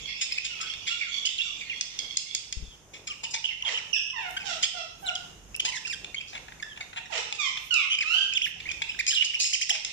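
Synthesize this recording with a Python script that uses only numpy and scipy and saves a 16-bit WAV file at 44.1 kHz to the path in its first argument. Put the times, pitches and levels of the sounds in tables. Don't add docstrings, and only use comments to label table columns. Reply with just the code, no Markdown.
import sys
import numpy as np
from scipy import signal
from scipy.fft import rfft, irfft
from scipy.io import wavfile
from scipy.ndimage import uniform_filter1d

SR = 44100
rng = np.random.default_rng(int(sys.argv[2]) if len(sys.argv) > 2 else 0)


def invert_db(level):
    return 10 ** (np.asarray(level, dtype=float) / 20)


def store_pcm(level_fs):
    pcm = np.round(np.clip(level_fs, -1, 1) * 32767).astype(np.int16)
    wavfile.write(sys.argv[1], SR, np.atleast_2d(pcm).T)


N = 437472
TIME_S = np.arange(N) / SR

# (frequency [Hz], rms level [dB])
HUM_LINES = [(50, -73), (100, -72.5), (150, -70.5), (200, -88)]
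# (frequency [Hz], density [dB per Hz])
AIR_SPECTRUM = [(200, -6), (350, -6), (1000, -7.5), (1700, -11), (3000, -13), (4200, -23), (6500, -5.5),
                (8200, -20), (10500, -22.5), (15500, -28)]
# (frequency [Hz], density [dB per Hz])
RUMBLE_SPECTRUM = [(12, -25), (20, -21), (49, 10.5), (75, 0.5), (103, 1), (195, -0.5), (229, -7),
                   (500, -8.5), (650, -75), (1100, -120)]
# (time [s], half width [s], rise [dB])
RUMBLE_SWELLS = [
    (0.028, 0.048, 9.5),
    (2.62, 0.037, 13),
    (4.45, 0.09, 5),
    (5.299, 1, 6),
    (8.652, 0.35, 8),
]
# (time [s], level [dB])
FLOCK_LEVEL = [
    (0, -38.5),
    (.4, -47.5),
    (.8, -46),
    (1.2, -41),
    (1.6, -49),
    (2.0, -52.5),
    (2.4, -47.5),
    (2.7, -108),
    (9.92, -45.5),
]
# (pitch [Hz], share of notes [1])
FLOCK_PITCHES = [(3350, .5), (2800, 0.2), (2250, 0.3)]
# (frequency [Hz], decay time t60 [s])
PORCH_DECAY = [(300, 0.61), (1000, 0.6), (3000, 0.65), (6000, 0.61), (12000, 0.3)]
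# (time [s], length [s], pitch [Hz], level [dB])
NASAL_CHURRS = [
    (0.042, 0.12, 1125, -43.5),
    (0.551, 0.21, 1105, -48),
    (0.855, 0.13, 1122, -43.5),
    (1.114, 0.085, 1130, -35),
    (1.412, 0.1, 1148, -43.5),
    (1.706, 0.091, 1110, -46.5),
    (1.989, 0.16, 1112, -46),
    (2.275, 0.086, 1137, -48.5),
]
# (frequency [Hz], gain [dB])
NASAL_THROAT = [(1100, -27.5), (2250, -5.5), (3350, 5), (4500, -9), (5600, -13.5), (6700, -16), (9000, -39)]
# (time [s], length [s], start pitch [Hz], end pitch [Hz], level [dB])
HARSH_CALLS = [
    (3.63, 0.12, 1150, 390, -45.5),
    (4.433, 0.12, 866, 629, -43),
    (7.096, 0.11, 1045, 375.5, -42),
]
# (time [s], length [s], start pitch [Hz], end pitch [Hz], level [dB])
RINGING_CALLS = [
    (0.89, 0.075, 1330, 1420, -41.5),
    (4.732, 0.098, 747, 642, -44.5),
    (7.382, 0.12, 1274, 992, -39),
]
# (time [s], length [s], start pitch [Hz], end pitch [Hz], level [dB])
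ROUND_CALLS = [
    (0.485, 0.15, 1517, 1198, -53),
    (3.927, 0.024, 3130, 2510, -26.5),
    (3.952, 0.041, 1890, 1500, -44),
    (4.13, 0.17, 1088, 669.6, -46),
    (5.02, 0.11, 814, 677.5, -47.5),
    (7.703, 0.16, 1533, 1036, -34.5),
    (8.04, 0.26, 1210, 1583, -31),
]
# (frequency [Hz], gain [dB])
FAR_BIRD_THROAT = [(400, -7), (750, -3), (1600, -5.5), (2200, 4.5), (3100, 7.5), (4200, -9.5), (5500, -4.5),
                   (7200, -7), (9000, -40)]
# (frequency [Hz], gain [dB])
DEEP_THROAT = [(400, -2), (750, -3), (1500, -2), (2100, -8), (3200, 7), (4200, -8), (5500, -0.5),
               (7200, -18), (9000, -45)]
# (time [s], half width [s], level [dB])
POT_SHUFFLES = [
    (2.35, .06, -69),
    (2.97, 0.13, -60.5),
    (5.64, 0.033, -56.5),
    (6.06, 0.053, -60),
    (6.4, .06, -59),
]
# (time [s], level [dB])
FEATHER_BRUSHES = [
    (4.315, -53),
    (4.37, -58),
    (5.03, -53),
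    (7.66, -51),
    (7.6, -60),
    (8.15, -51),
    (8.47, -49),
    (9.13, -52),
    (9.45, -54),
]
# (time [s], peak level [dB], swing frequency [Hz])
WING_PUFFS = [
    (2.57, -43, 48),
    (2.624, -46, 46.3),
    (2.677, -57, 44),
]
# (time [s], peak level [dB], left-right difference [dB])
WIRE_TICKS = [(0.2159, -48, 9.0), (0.3222, -40, 11), (0.3795, -40, 5), (1.2635, -47, 6.5), (1.8103, -48, 1),
              (1.9899, -51, 7), (2.17, -48, 7.0), (2.3491, -32, 8), (2.527, -37, 0), (3.933, -61, -3),
              (4.2323, -43, 6), (4.3096, -34, 9), (4.6349, -43, 0.0), (5.563, -24, -17.5), (5.6027, -31, 7),
              (5.6511, -36, 16), (6.611, -62, -6), (6.618, -48, 0), (6.65, -58, 0), (5.571, -45, -10),
              (7.1548, -45, 7), (7.4155, -38, 0.0), (7.7398, -35, 3), (8.427, -36, 0.5), (8.8209, -54, 0.5),
              (8.9955, -31, 10), (9.0743, -39, -1), (9.3442, -40, 13), (9.4015, -29, 7), (9.5342, -33, 2.5),
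              (9.615, -31, 9), (9.698, -31, 10), (9.846, -51, -1)]
# (time [s], length [s], middle pitch [Hz], level [dB])
BACK_LIFTS = [(0.211, 0.015, 3050, -37), (0.605, 0.031, 2720, -63), (0.899, 0.032, 2850, -41),
              (1.25, 0.027, 3086, -31), (1.39, 0.021, 2777, -30.5), (1.406, 0.028, 3434, -34.5),
              (3.248, 0.023, 2950, -43.5), (3.441, 0.029, 3075, -31), (3.478, 0.033, 2744, -39),
              (3.73, 0.037, 2896, -41), (4.637, 0.01, 3230, -30.5), (6.16, 0.034, 3237, -39.5),
              (6.2, 0.027, 2630, -46.5), (6.625, 0.01, 1765, -40), (9.1, 0.017, 2970, -30.5),
              (9.189, 0.037, 2967, -28)]
# (time [s], length [s], middle pitch [Hz], level [dB])
BACK_DIPS = [(1.005, 0.044, 2204, -35), (1.611, 0.029, 2260, -42), (1.987, 0.013, 3350, -39.5),
             (3.508, 0.027, 2035, -44.5), (3.69, 0.0087, 2000, -31.5), (4.626, 0.017, 3090, -29.5),
             (8.319, 0.023, 2530, -36), (8.682, 0.035, 2380, -33.5), (8.913, 0.01, 3040, -47),
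             (9.165, 0.036, 2834, -26), (9.398, 0.013, 2490, -39)]
# (time [s], peak level [dB], length [s], upper throat gain [dB])
RASP_CALLS = [(0.2093, -16.5, 0.028, -5), (0.441, -19.5, 0.027, -10), (0.607, -21.5, 0.022, -5),
              (0.865, -21, 0.03, -14), (1.252, -18, 0.019, 21), (2.932, -33.5, 0.037, -16),
              (3.07, -22.5, 0.016, -9.5), (3.234, -24, 0.013, -7), (3.302, -30, 0.038, 20),
              (3.336, -17, 0.023, -9.5), (3.44, -34, .03, 20), (4.365, -30, 0.016, -34),
              (4.624, -15, 0.025, -4), (5.555, -47, 0.0099, -15), (5.6, -18, 0.0083, -13),
              (5.75, -25.5, 0.03, 30), (5.868, -27, 0.018, 19.5), (5.647, -16.5, 0.018, -8),
              (6.27, -35.5, 0.062, 24), (7.343, -30.5, 0.029, -9), (8.714, -21.5, 0.0074, -15.5),
              (9.072, -12.5, 0.04, 31), (9.221, -16, 0.013, -26), (9.243, -19, 0.017, 38),
              (9.39, -14, 0.041, 69), (9.399, -15.5, 0.11, 87), (9.455, -31.5, 0.0073, 57),
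              (9.609, -18.5, 0.03, 57), (9.691, -15, 0.017, -2), (9.72, -21, 0.057, -12),
              (9.526, -15.5, 0.036, 25)]
# (time [s], peak level [dB], length [s], lower throat gain [dB])
CROAK_CALLS = [(6.045, -24.5, 0.0039, -9), (6.324, -31.5, 0.023, 5.5), (6.348, -25, 0.019, 3),
               (6.4827, -33.5, 0.0062, 37), (6.521, -35, 0.0044, 21), (6.774, -31, 0.007, 5),
               (6.806, -24.5, 0.007, 3), (6.76, -38, 0.01, -2), (6.93, -32, 0.008, 16),
               (6.961, -30, 0.005, 8), (6.964, -23.5, 0.027, 2.5), (7.572, -21, 0.0056, -7),
               (8.819, -16, 0.0063, -27), (9.75, -24.5, 0.0073, 2.5)]
# (time [s], peak level [dB], upper throat gain [dB])
BEAK_CLICKS = [(0.737, -25, -18), (1.8098, -11.5, -4.5), (1.9901, -15.5, -1), (2.1706, -11, 2),
               (2.349, -11, 3), (2.5255, -16, -5), (5.153, -21, 28), (6.625, -29, -10),
               (7.325, -17.5, -16.5), (7.741, -12, 47), (7.952, -27, 1), (8.3363, -20, 7),
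               (8.602, -28.5, -28), (9.0662, -14, -8.5), (9.8483, -14.5, -8.5)]
# (frequency [Hz], width [Hz], gain [dB])
THROAT_MODES = [(890, 260, 25), (1800, 1440, 24.5), (2422, 666, 32), (3350, 310, 32), (5127, 1190, 39),
                (6320, 1280, 38)]
# (level [dB], overtone tilt [dB per octave], path of (time [s], pitch [Hz]))
WARBLED_RUNS = [(-34.5, -2, [(5.648, 790), (5.665, 955), (5.682, 1054), (5.704, 947)]),
                (-37, -5.5, [(5.722, 2460), (5.733, 1940), (5.743, 2240), (5.754, 1850), (5.764, 2156),
                (5.774, 1640), (5.786, 1850)]), (-30, -9, [(5.848, 2350), (5.857, 2710), (5.865, 2700)]),
                (-37, -5, [(5.867, 1910), (5.874, 1565), (5.882, 1310)]), (-34.5, -2.5, [(5.897, 2857),
                (5.912, 2424), (5.922, 2435), (5.93, 1810), (5.94, 1540), (5.949, 1650)]),
                (-51, -34, [(6.69, 3500), (6.71, 3310), (6.735, 2980)]), (-42, -30, [(3.345, 1885),
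                (3.357, 2270), (3.378, 2260)]), (-47, -27, [(0.5, 2950), (0.535, 2630), (0.555, 2050)]),
                (-28.5, -8.5, [(8.35, 3634), (8.372, 3104), (8.384, 2020)]), (-31, -10, [(8.413, 1905),
                (8.425, 3303), (8.442, 3213), (8.455, 2895), (8.466, 1690), (8.482, 2320)]),
                (-39.5, -16, [(8.654, 1930), (8.668, 2385), (8.681, 1700)]), (-29.5, -7, [(8.988, 1710),
                (9.0, 2620), (9.013, 1750)]), (-33.5, -9, [(9.44, 1837), (9.453, 3050), (9.466, 2300)]),
                (-28, -7.5, [(9.527, 1766), (9.541, 3380), (9.557, 2020)]), (-29, -6, [(9.611, 1650),
                (9.625, 3310), (9.638, 2010)]), (-25.5, -4, [(9.694, 1644), (9.708, 3390), (9.716, 2790)]),
                (-30.5, -16, [(3.648, 3600), (3.655, 3015), (3.668, 3300), (3.69, 3080)]),
                (-33, -20, [(3.738, 2500), (3.752, 3300), (3.77, 2700)]), (-36, -22, [(1.695, 2900),
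                (1.72, 2390), (1.745, 2000)])]
# (frequency [Hz], gain [dB])
RUN_THROAT = [(800, 3), (1500, -8), (2100, -2.5), (3000, 6), (4200, -8), (5500, -0.5), (8000, -8),
              (12000, -30)]
# (time [s], pitch [Hz], level [dB])
NEAR_PIPS = [(0.032, 3390, -41), (0.459, 3190, -35), (0.876, 3310, -31), (2.524, 3350, -34),
             (5.155, 3300, -29), (5.544, 2584, -35), (5.596, 3084, -25.5), (6.144, 2227, -33),
             (6.207, 2420, -37.5), (6.808, 2255, -36), (7.057, 1875, -42.5), (0.699, 3194, -30.5),
             (8.699, 3140, -35), (8.945, 1610, -46.5), (7.985, 2460, -26), (8.601, 2450, -38)]
# (time [s], length [s], top pitch [Hz], climb [octaves], level [dB])
NEAR_ARCHES = [(0.316, 0.01, 2520, 0.427, -30), (0.376, 0.013, 2480, 0.53, -29),
               (3.339, 0.016, 882, 0.11, -39), (3.5, 0.055, 3350, 0.157, -51),
               (6.375, 0.0066, 2230, 0.19, -38), (6.331, .014, 800, .05, -49),
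               (3.235, 0.011, 950, .1, -37.5), (6.596, 0.012, 2300, 0.19, -45.5),
               (4.8, 0.0146, 2930, 0.62, -42), (8.883, 0.033, 2620, 0.279, -33.5),
               (9.071, 0.024, 2470, 0.306, -29.5), (9.336, 0.028, 2740, 0.562, -28),
               (0.318, 0.0136, 5100, 0.25, -29)]
# (time [s], length [s], middle pitch [Hz], drop [octaves], level [dB])
NEAR_FALLS = [(2.635, 0.12, 3410, 0.21, -53), (3.771, 0.036, 2400, 1.33, -31),
              (4.4, 0.049, 2400, 0.43, -41), (4.366, 0.014, 1530, -0.074, -29),
              (5.061, 0.05, 3240, 1.28, -32), (8.007, 0.036, 2147, 0.92, -27), (3.6, 0.014, 2940, 0.3, -49),
              (3.622, 0.0093, 2900, .5, -33), (4.2, 0.015, 3650, .3, -52), (9.4, 0.012, 2710, 1.03, -36),
              (3.243, 0.024, 2700, 0.89, -37.5), (3.1, 0.04, 2600, 1, -37), (4.1, 0.013, 3000, 0.25, -35),
              (3.606, 0.016, 2200, 0.35, -44)]
# (time [s], length [s], landing pitch [Hz], swoop [octaves], level [dB])
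NEAR_SWOOPS = [(1.38, 0.016, 3000, 0.93, -29.5), (6.82, 0.012, 2100, 0.2, -43),
               (7.318, 0.023, 840, 0.079, -41.5), (7.901, 0.059, 3110, -0.057, -27.5),
               (7.9, 0.0585, 2437, -0.26, -39), (8.815, 0.0096, 897, -0.31, -37.5),
               (9.116, 0.031, 3300, 0.57, -31), (9.146, 0.022, 3400, 0.53, -25),
               (9.115, 0.028, 1700, .4, -38), (9.706, 0.045, 640, 0.29, -49.5),
               (9.708, 0.015, 830, 0.014, -41), (9.368, 0.011, 880, 0.11, -51),
               (1.448, 0.08, 1200, 0.55, -51.5), (1.05, 0.0584, 1400, .4, -49.5),
               (0.604, 0.03, 1330, 0.05, -40), (0.625, 0.069, 1500, .03, -47),
               (3.085, 0.045, 1200, .1, -50), (3.66, 0.07, 2100, .2, -41.5), (8.14, 0.03, 750, 0.25, -47.5),
               (8.56, 0.028, 750, 0.22, -55.5)]
# (frequency [Hz], gain [dB])
WHISTLE_THROAT = [(400, -36), (750, -14), (1300, -13.5), (1900, -11.5), (2900, 15), (4100, 5), (5300, 20),
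                  (7200, 21.5), (9000, 14.5), (15000, -20)]
# (frequency [Hz], left-right difference [dB])
PORT_COLOUR = [(250, -2), (500, 0), (1000, 3), (2500, -3), (4500, -7.5), (8000, 2.5), (12000, -1.5)]


def rms_one(x):
    return x / np.sqrt(np.mean(x ** 2) + 1e-20)


def at_hz(points, hz):
    table = np.array(points)
    return np.interp(np.log(hz), np.log(table[:, 0]), table[:, 1])


def spectrum_hz():
    return np.maximum(np.arange(N // 2 + 1) * SR / N, 1)


def drift(rate_hz):
    r = np.exp(-2 * np.pi * rate_hz / SR)
    settling = 9999
    noise = rng.standard_normal(N + settling)
    return rms_one(signal.lfilter([1], [1, -2 * r, r * r], noise)[settling:])


def resonance(x, hz, width_hz):
    r = np.exp(-np.pi * width_hz / SR)
    zeros = np.array([1, 0, -1]) * (1 - r * r) / 2
    return signal.lfilter(zeros, [1, -2 * r * np.cos(2 * np.pi * hz / SR), r * r], x)


def band(x, low_hz, high_hz):
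    return signal.sosfilt(signal.butter(2, [low_hz, high_hz], "band", fs=SR, output="sos"), x)


def coloured(spectrum, alike):
    mid, side = rfft(rng.standard_normal((2, N)))
    hz = spectrum_hz()
    alike = np.clip(alike, 0, 1) / (1 + (hz / 1100) ** 2)
    pair = np.sqrt(1 + alike) * mid + np.sqrt(1 - alike) * side * [[1], [-1]]
    return rms_one(irfft(pair * invert_db(at_hz(spectrum, hz)), N))


def sides(pan_db):
    return invert_db(np.array([[.5], [-.5]]) * pan_db)


def add(track, start_s, sound):
    i = round(start_s * SR)
    track[..., i:i + sound.shape[-1]] += sound[..., :N - i]


def progress(length_s):
    return np.arange(round(length_s * SR)) / (length_s * SR)


def syrinx(pitch_hz, tilt_db, knee, throat, closed_db=0, first_db=0):
    k = np.arange(1, 25)[:, None]
    slope_db = tilt_db * np.log2(np.maximum(k / knee, 1)) + closed_db * np.log2(k) + first_db * (k == 1)
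    gains = invert_db(slope_db + at_hz(throat, k * pitch_hz)) * (k * pitch_hz < 15000)
    phase = k * np.cumsum(2 * np.pi * pitch_hz / SR) + k * k / 2
    return rms_one(np.sum(gains * np.sin(phase), axis=0))


def mains_hum():
    return sum(invert_db(db) * np.sin(2 * np.pi * hz * TIME_S) for hz, db in HUM_LINES)


def air():
    return invert_db(-60.5 + 2.2 * drift(2.5)) * coloured(AIR_SPECTRUM, alike=.55)


def rumble():
    calm_db = -65.5
    rise_db = sum(db * np.exp(-((TIME_S - s) / width) ** 2) for s, width, db in RUMBLE_SWELLS)
    return invert_db(calm_db + rise_db) * coloured(RUMBLE_SPECTRUM, alike=0.77)


def ducking(birds):
    from_db, share, recovery_db_per_s = -37, 0.53, 34
    level_db = 10 * np.log10(uniform_filter1d(np.mean(birds ** 2, axis=0), size=1024) + 1e-12)
    ramp = recovery_db_per_s * TIME_S
    held_db = np.maximum.accumulate(level_db + ramp) - ramp
    return invert_db(-share * np.maximum(held_db - from_db, 0))


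def flock():
    out, wobble = np.zeros(N), drift(323)
    pitches, shares = np.transpose(FLOCK_PITCHES)
    scatter = .16
    for when, pick, span, bow, slide, loud in rng.random((650, 6)):
        length_s = .012 + .03 * span
        u = np.arange(0, 1, 1 / (SR * length_s))
        choice = np.searchsorted(np.cumsum(shares / sum(shares)), pick)
        home = pitches[min(choice, len(pitches) - 1)]
        start = int(when * (N - len(u)))
        bend = scatter * (bow - .5) + .22 * (slide - .6) * (u - .5)
        pitch = home * (1 + bend + .045 * wobble[start:start + len(u)])
        phase = np.cumsum(2 * np.pi * pitch / SR)
        tone = np.sin(phase) + 0.52 * np.sin(2 * phase)
        add(out, start / SR, invert_db(10 * loud) * np.sin(np.pi * u) * tone)
    return invert_db(np.interp(TIME_S, *np.transpose(FLOCK_LEVEL))) * rms_one(out)


def porch(x, alike=0.0071):
    t, tail = np.arange(SR) / SR, 0
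    common, left, right = rng.standard_normal((3, SR))
    noise = np.sqrt(alike) * common + np.sqrt(1 - alike) * np.array([left, right])
    edges = 200 * 2 ** np.arange(0, 6.6, .5)
    for low, high in zip(edges, edges[1:]):
        t60_s = at_hz(PORCH_DECAY, np.sqrt(low * high))
        tail = tail + band(noise, low, high) * invert_db(-60 * t / t60_s)
    tail = tail * (1 - np.exp(-t / 0.0036))
    tail = tail / np.sqrt(np.sum(tail ** 2) / 2)
    return signal.fftconvolve(x[None], tail, axes=1)[:, :len(x)]


def churrs():
    out, wobble = np.zeros(N), drift(106)
    for s, length, pitch_hz, level_db in NASAL_CHURRS:
        u = progress(length)
        shake = wobble[round(s * SR):][:len(u)]
        swell = np.sin(np.pi * u) ** 0.21 * invert_db(level_db + 5.26 * shake[::-1])
        add(out, s, swell * syrinx(pitch_hz * (1 + 0.0131 * shake), 0, knee=1, throat=NASAL_THROAT))
    return out


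def far_bird(settle=.95):
    out, torn, wobble = np.zeros(N), np.zeros(N), drift(85)
    breath = 1.3 * np.tanh(drift(700))
    flutter = wobble[::-1]
    climb_share, climb_db, hold_loss_db, fall_loss_db = .55, 6.5, 25.5, 7
    opening_s, closed_tilt_db = .035, -22
    kinds = [(HARSH_CALLS, -2.5, 0), (RINGING_CALLS, -1.5, -13), (ROUND_CALLS, -11, -17)]
    calls = [(*row, tilt_db, harsh_db) for table, tilt_db, harsh_db in kinds for row in table]
    for s, length, start_hz, end_hz, level_db, tilt_db, harsh_db in calls:
        u, i = progress(length), round(s * SR)
        if end_hz > start_hz:
            climbed = u / climb_share
            way = np.minimum(climbed, 1)
            effort_db = np.minimum(climb_db * (climbed - 1), hold_loss_db * (1 - climbed))
        else:
            bend = settle * start_hz / end_hz
            way = (1 - np.exp(-bend * u)) / (1 - np.exp(-bend))
            effort_db = fall_loss_db * (.5 - u)
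        pitch = (start_hz + (end_hz - start_hz) * way) * (1 + 0.0073 * wobble[i:][:len(u)])
        effort_db = effort_db + 3 * flutter[i:][:len(u)]
        attack_s = max(0.0087 * (800 / start_hz) ** 3, .007)
        edges = np.minimum((1 - u) / 0.22, 1) * np.minimum(u * length / attack_s, 1)
        swell = invert_db(level_db + effort_db) * edges
        closed_db = closed_tilt_db * np.maximum(1 - u * length / opening_s, 0) * (start_hz < 1250)
        first_db = -4.5 * (max(start_hz, end_hz) > 1500)
        throat = DEEP_THROAT if start_hz < 900 else FAR_BIRD_THROAT
        add(out, s, swell * syrinx(pitch, tilt_db, 2.05, throat, closed_db, first_db))
        opened = invert_db(harsh_db) * np.minimum(u * length / opening_s, 1)
        add(torn, s, swell * opened * syrinx(pitch, 9, knee=1, throat=FAR_BIRD_THROAT))
    return out + band(torn * breath, 1500, 7400)


def shuffles():
    rub = rms_one(band(rng.standard_normal(N), 220, 700))
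    level = sum(invert_db(db) * np.exp(-((TIME_S - s) / width) ** 2) for s, width, db in POT_SHUFFLES)
    return rub * invert_db(2.7 * drift(40)) * level


def brushes():
    half_width_s = 0.036
    high_pass = signal.butter(2, 9000, "high", fs=SR, output="sos")
    hiss = signal.sosfilt(high_pass, rng.standard_normal((2, N)))
    return hiss * sum(invert_db(db) * np.exp(-((TIME_S - s) / half_width_s) ** 2) for s, db in FEATHER_BRUSHES)


def puffs():
    out, t = np.zeros(N), np.arange(round(.15 * SR)) / SR
    envelope = (1 - np.exp(-t / 0.0006)) * np.exp(-t / 0.012)
    for s, peak_db, swing_hz in WING_PUFFS:
        add(out, s, invert_db(peak_db + 13) * np.sin(2 * np.pi * swing_hz * t) * envelope)
    return out * sides(20)


def ticks():
    out, t = np.zeros((2, N)), np.arange(300) / SR
    snaps = rng.standard_normal((len(WIRE_TICKS), len(t))) * np.exp(-t / 0.00099)
    for (s, peak_db, pan_db), snap in zip(WIRE_TICKS, resonance(snaps, 7300, 6000)):
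        add(out, s, invert_db(peak_db) * snap / np.max(np.abs(snap)) * sides(pan_db))
    return out


def whistles(notes, tilt_db, waver, flutter_db):
    out, wobble, flutter = np.zeros(N), drift(278), drift(170)
    for s, length, mid_hz, level_db, (before, after) in notes:
        u, i = progress(length), round(s * SR)
        start, middle, end = (1 - u) * (1 - 2 * u), 4 * u * (1 - u), u * (2 * u - 1)
        arch = mid_hz * (2 ** before * start + middle + 2 ** after * end)
        pitch = arch * (1 + waver * wobble[i:i + len(u)])
        shake_db = flutter_db * np.clip(flutter[i:i + len(u)], -3, 1.5)
        swell = np.sin(np.pi * u) ** 0.22 * invert_db(level_db + shake_db)
        add(out, s, swell * syrinx(pitch, tilt_db, knee=1, throat=WHISTLE_THROAT))
    return out


def back_whistles():
    notes = [(*row, (-0.1, -0.0065)) for row in BACK_LIFTS] + [(*row, (0.148, 0.012)) for row in BACK_DIPS]
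    return whistles(notes, tilt_db=-31.5, waver=0.023, flutter_db=5.5)


def rough_calls():
    closed_lower_db, croak_upper_db, click_s = -25, -22, 0.0039
    rasp_rows = [(*row, closed_lower_db) for row in RASP_CALLS]
    croak_rows = [(s, db, length, croak_upper_db, lower_db) for s, db, length, lower_db in CROAK_CALLS]
    click_rows = [(s, db, click_s, upper_db, closed_lower_db) for s, db, upper_db in BEAK_CLICKS]
    return rasp_rows + croak_rows + click_rows


def rasps(pulse_hz=750, jitter=.3):
    out, calls = np.zeros(N), rough_calls()
    cycles = np.cumsum(pulse_hz * np.exp(jitter * drift(150)) / SR)
    slaps = np.diff(np.floor(cycles), prepend=0)
    slaps = slaps * invert_db(2.6 * rng.standard_normal(N)) + 0.07 * rng.standard_normal(N)
    shifts = 1 + 0.04 * rng.standard_normal((len(calls), len(THROAT_MODES)))
    for (s, peak_db, length, upper_db, lower_db), shift in zip(calls, shifts):
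        burst = slaps[round(s * SR):][:round(.15 * SR)].copy()
        t = np.arange(len(burst)) / SR
        burst *= np.minimum(t / (.25 * length), 1)
        burst[0] += 0.0056 / length
        burst *= np.exp(-(t / np.clip(length, .001, .1)) ** 2)
        ring = 0
        for (hz, width_hz, mode_db), move in zip(THROAT_MODES, shift):
            gain_db = mode_db + upper_db * (hz > 4300) + lower_db * (hz < 2000)
            once = resonance(burst, hz * move, width_hz)
            ring = ring + invert_db(gain_db) * resonance(once, hz * move, width_hz)
        add(out, s, invert_db(peak_db) * ring / np.max(np.abs(ring)))
    return signal.sosfilt(signal.butter(3, 8500, fs=SR, output="sos"), out)


def warbles(waver=.022, flutter_db=2.6):
    out, wobble, flutter = np.zeros(N), drift(250), drift(160)
    edge_s = 0.0022
    for level_db, tilt_db, path in WARBLED_RUNS:
        s, hz = np.transpose(path)
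        i = np.arange(round(s[0] * SR), round(s[-1] * SR))
        glide = uniform_filter1d(np.interp(i / SR, s, hz), size=130, mode="nearest")
        pitch = glide * (1 + waver * wobble[i])
        edges = np.clip(np.minimum(i / SR - s[0], s[-1] - i / SR) / edge_s, 0, 1)
        swell = edges * invert_db(level_db + flutter_db * flutter[i])
        add(out, s[0], swell * syrinx(pitch, tilt_db, knee=1, throat=RUN_THROAT))
    return out


def near_whistles():
    notes = [(s, 0.0096, hz, db, (0, 0)) for s, hz, db in NEAR_PIPS]
    shapes = [(NEAR_ARCHES, (-1.513, -0.547)), (NEAR_FALLS, (.25, -0.84)), (NEAR_SWOOPS, (0.7, 0.04))]
    for table, shape in shapes:
        for s, length, hz, sweep, db in table:
            notes.append((s, length, hz, db, sweep * np.array(shape)))
    return whistles(notes, tilt_db=-23, waver=.03, flutter_db=3.5)


def scene():
    crowd = flock()
    far = far_bird() + invert_db(-6.0) * churrs()
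    back, rough, runs, near = back_whistles(), rasps(), warbles(), near_whistles()
    direct = runs * sides(-2.3) + near * sides(2.2) + back * sides(-6.5) + rough * sides(3.0) + ticks()
    direct = direct + (invert_db(-0.5) * far + invert_db(-37) * crowd) * sides(-15)
    sent = invert_db(-7.5) * runs + invert_db(-7) * near + invert_db(-1.5) * back + invert_db(-5.5) * rough
    sent = sent + invert_db(7.5) * far + invert_db(2.5) * crowd
    earlier = invert_db(-1.5) * crowd[SR // 2:0:-1]
    echoes = porch(np.concatenate([earlier, sent]))[:, len(earlier):]
    birds = direct + echoes * sides(-2.3)
    birds[1] = np.roll(birds[1], 24)
    floor = (air() + rumble() + mains_hum()) * invert_db(3.5) * ducking(birds)
    return birds + floor + puffs() + brushes() + shuffles()


def low_pass(x):
    return signal.sosfilt(signal.butter(12, 15750, fs=SR, output="sos"), x)


def record(dry):
    ported = irfft(rfft(dry) * sides(at_hz(PORT_COLOUR, spectrum_hz())), N)
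    cut = signal.sosfilt(signal.cheby2(12, 60, 15750, fs=SR, output="sos"), ported)
    mix = 0.71 * np.tanh(cut / 0.6)
    return low_pass(mix)


dry = scene()
out = record(dry)
store_pcm(out)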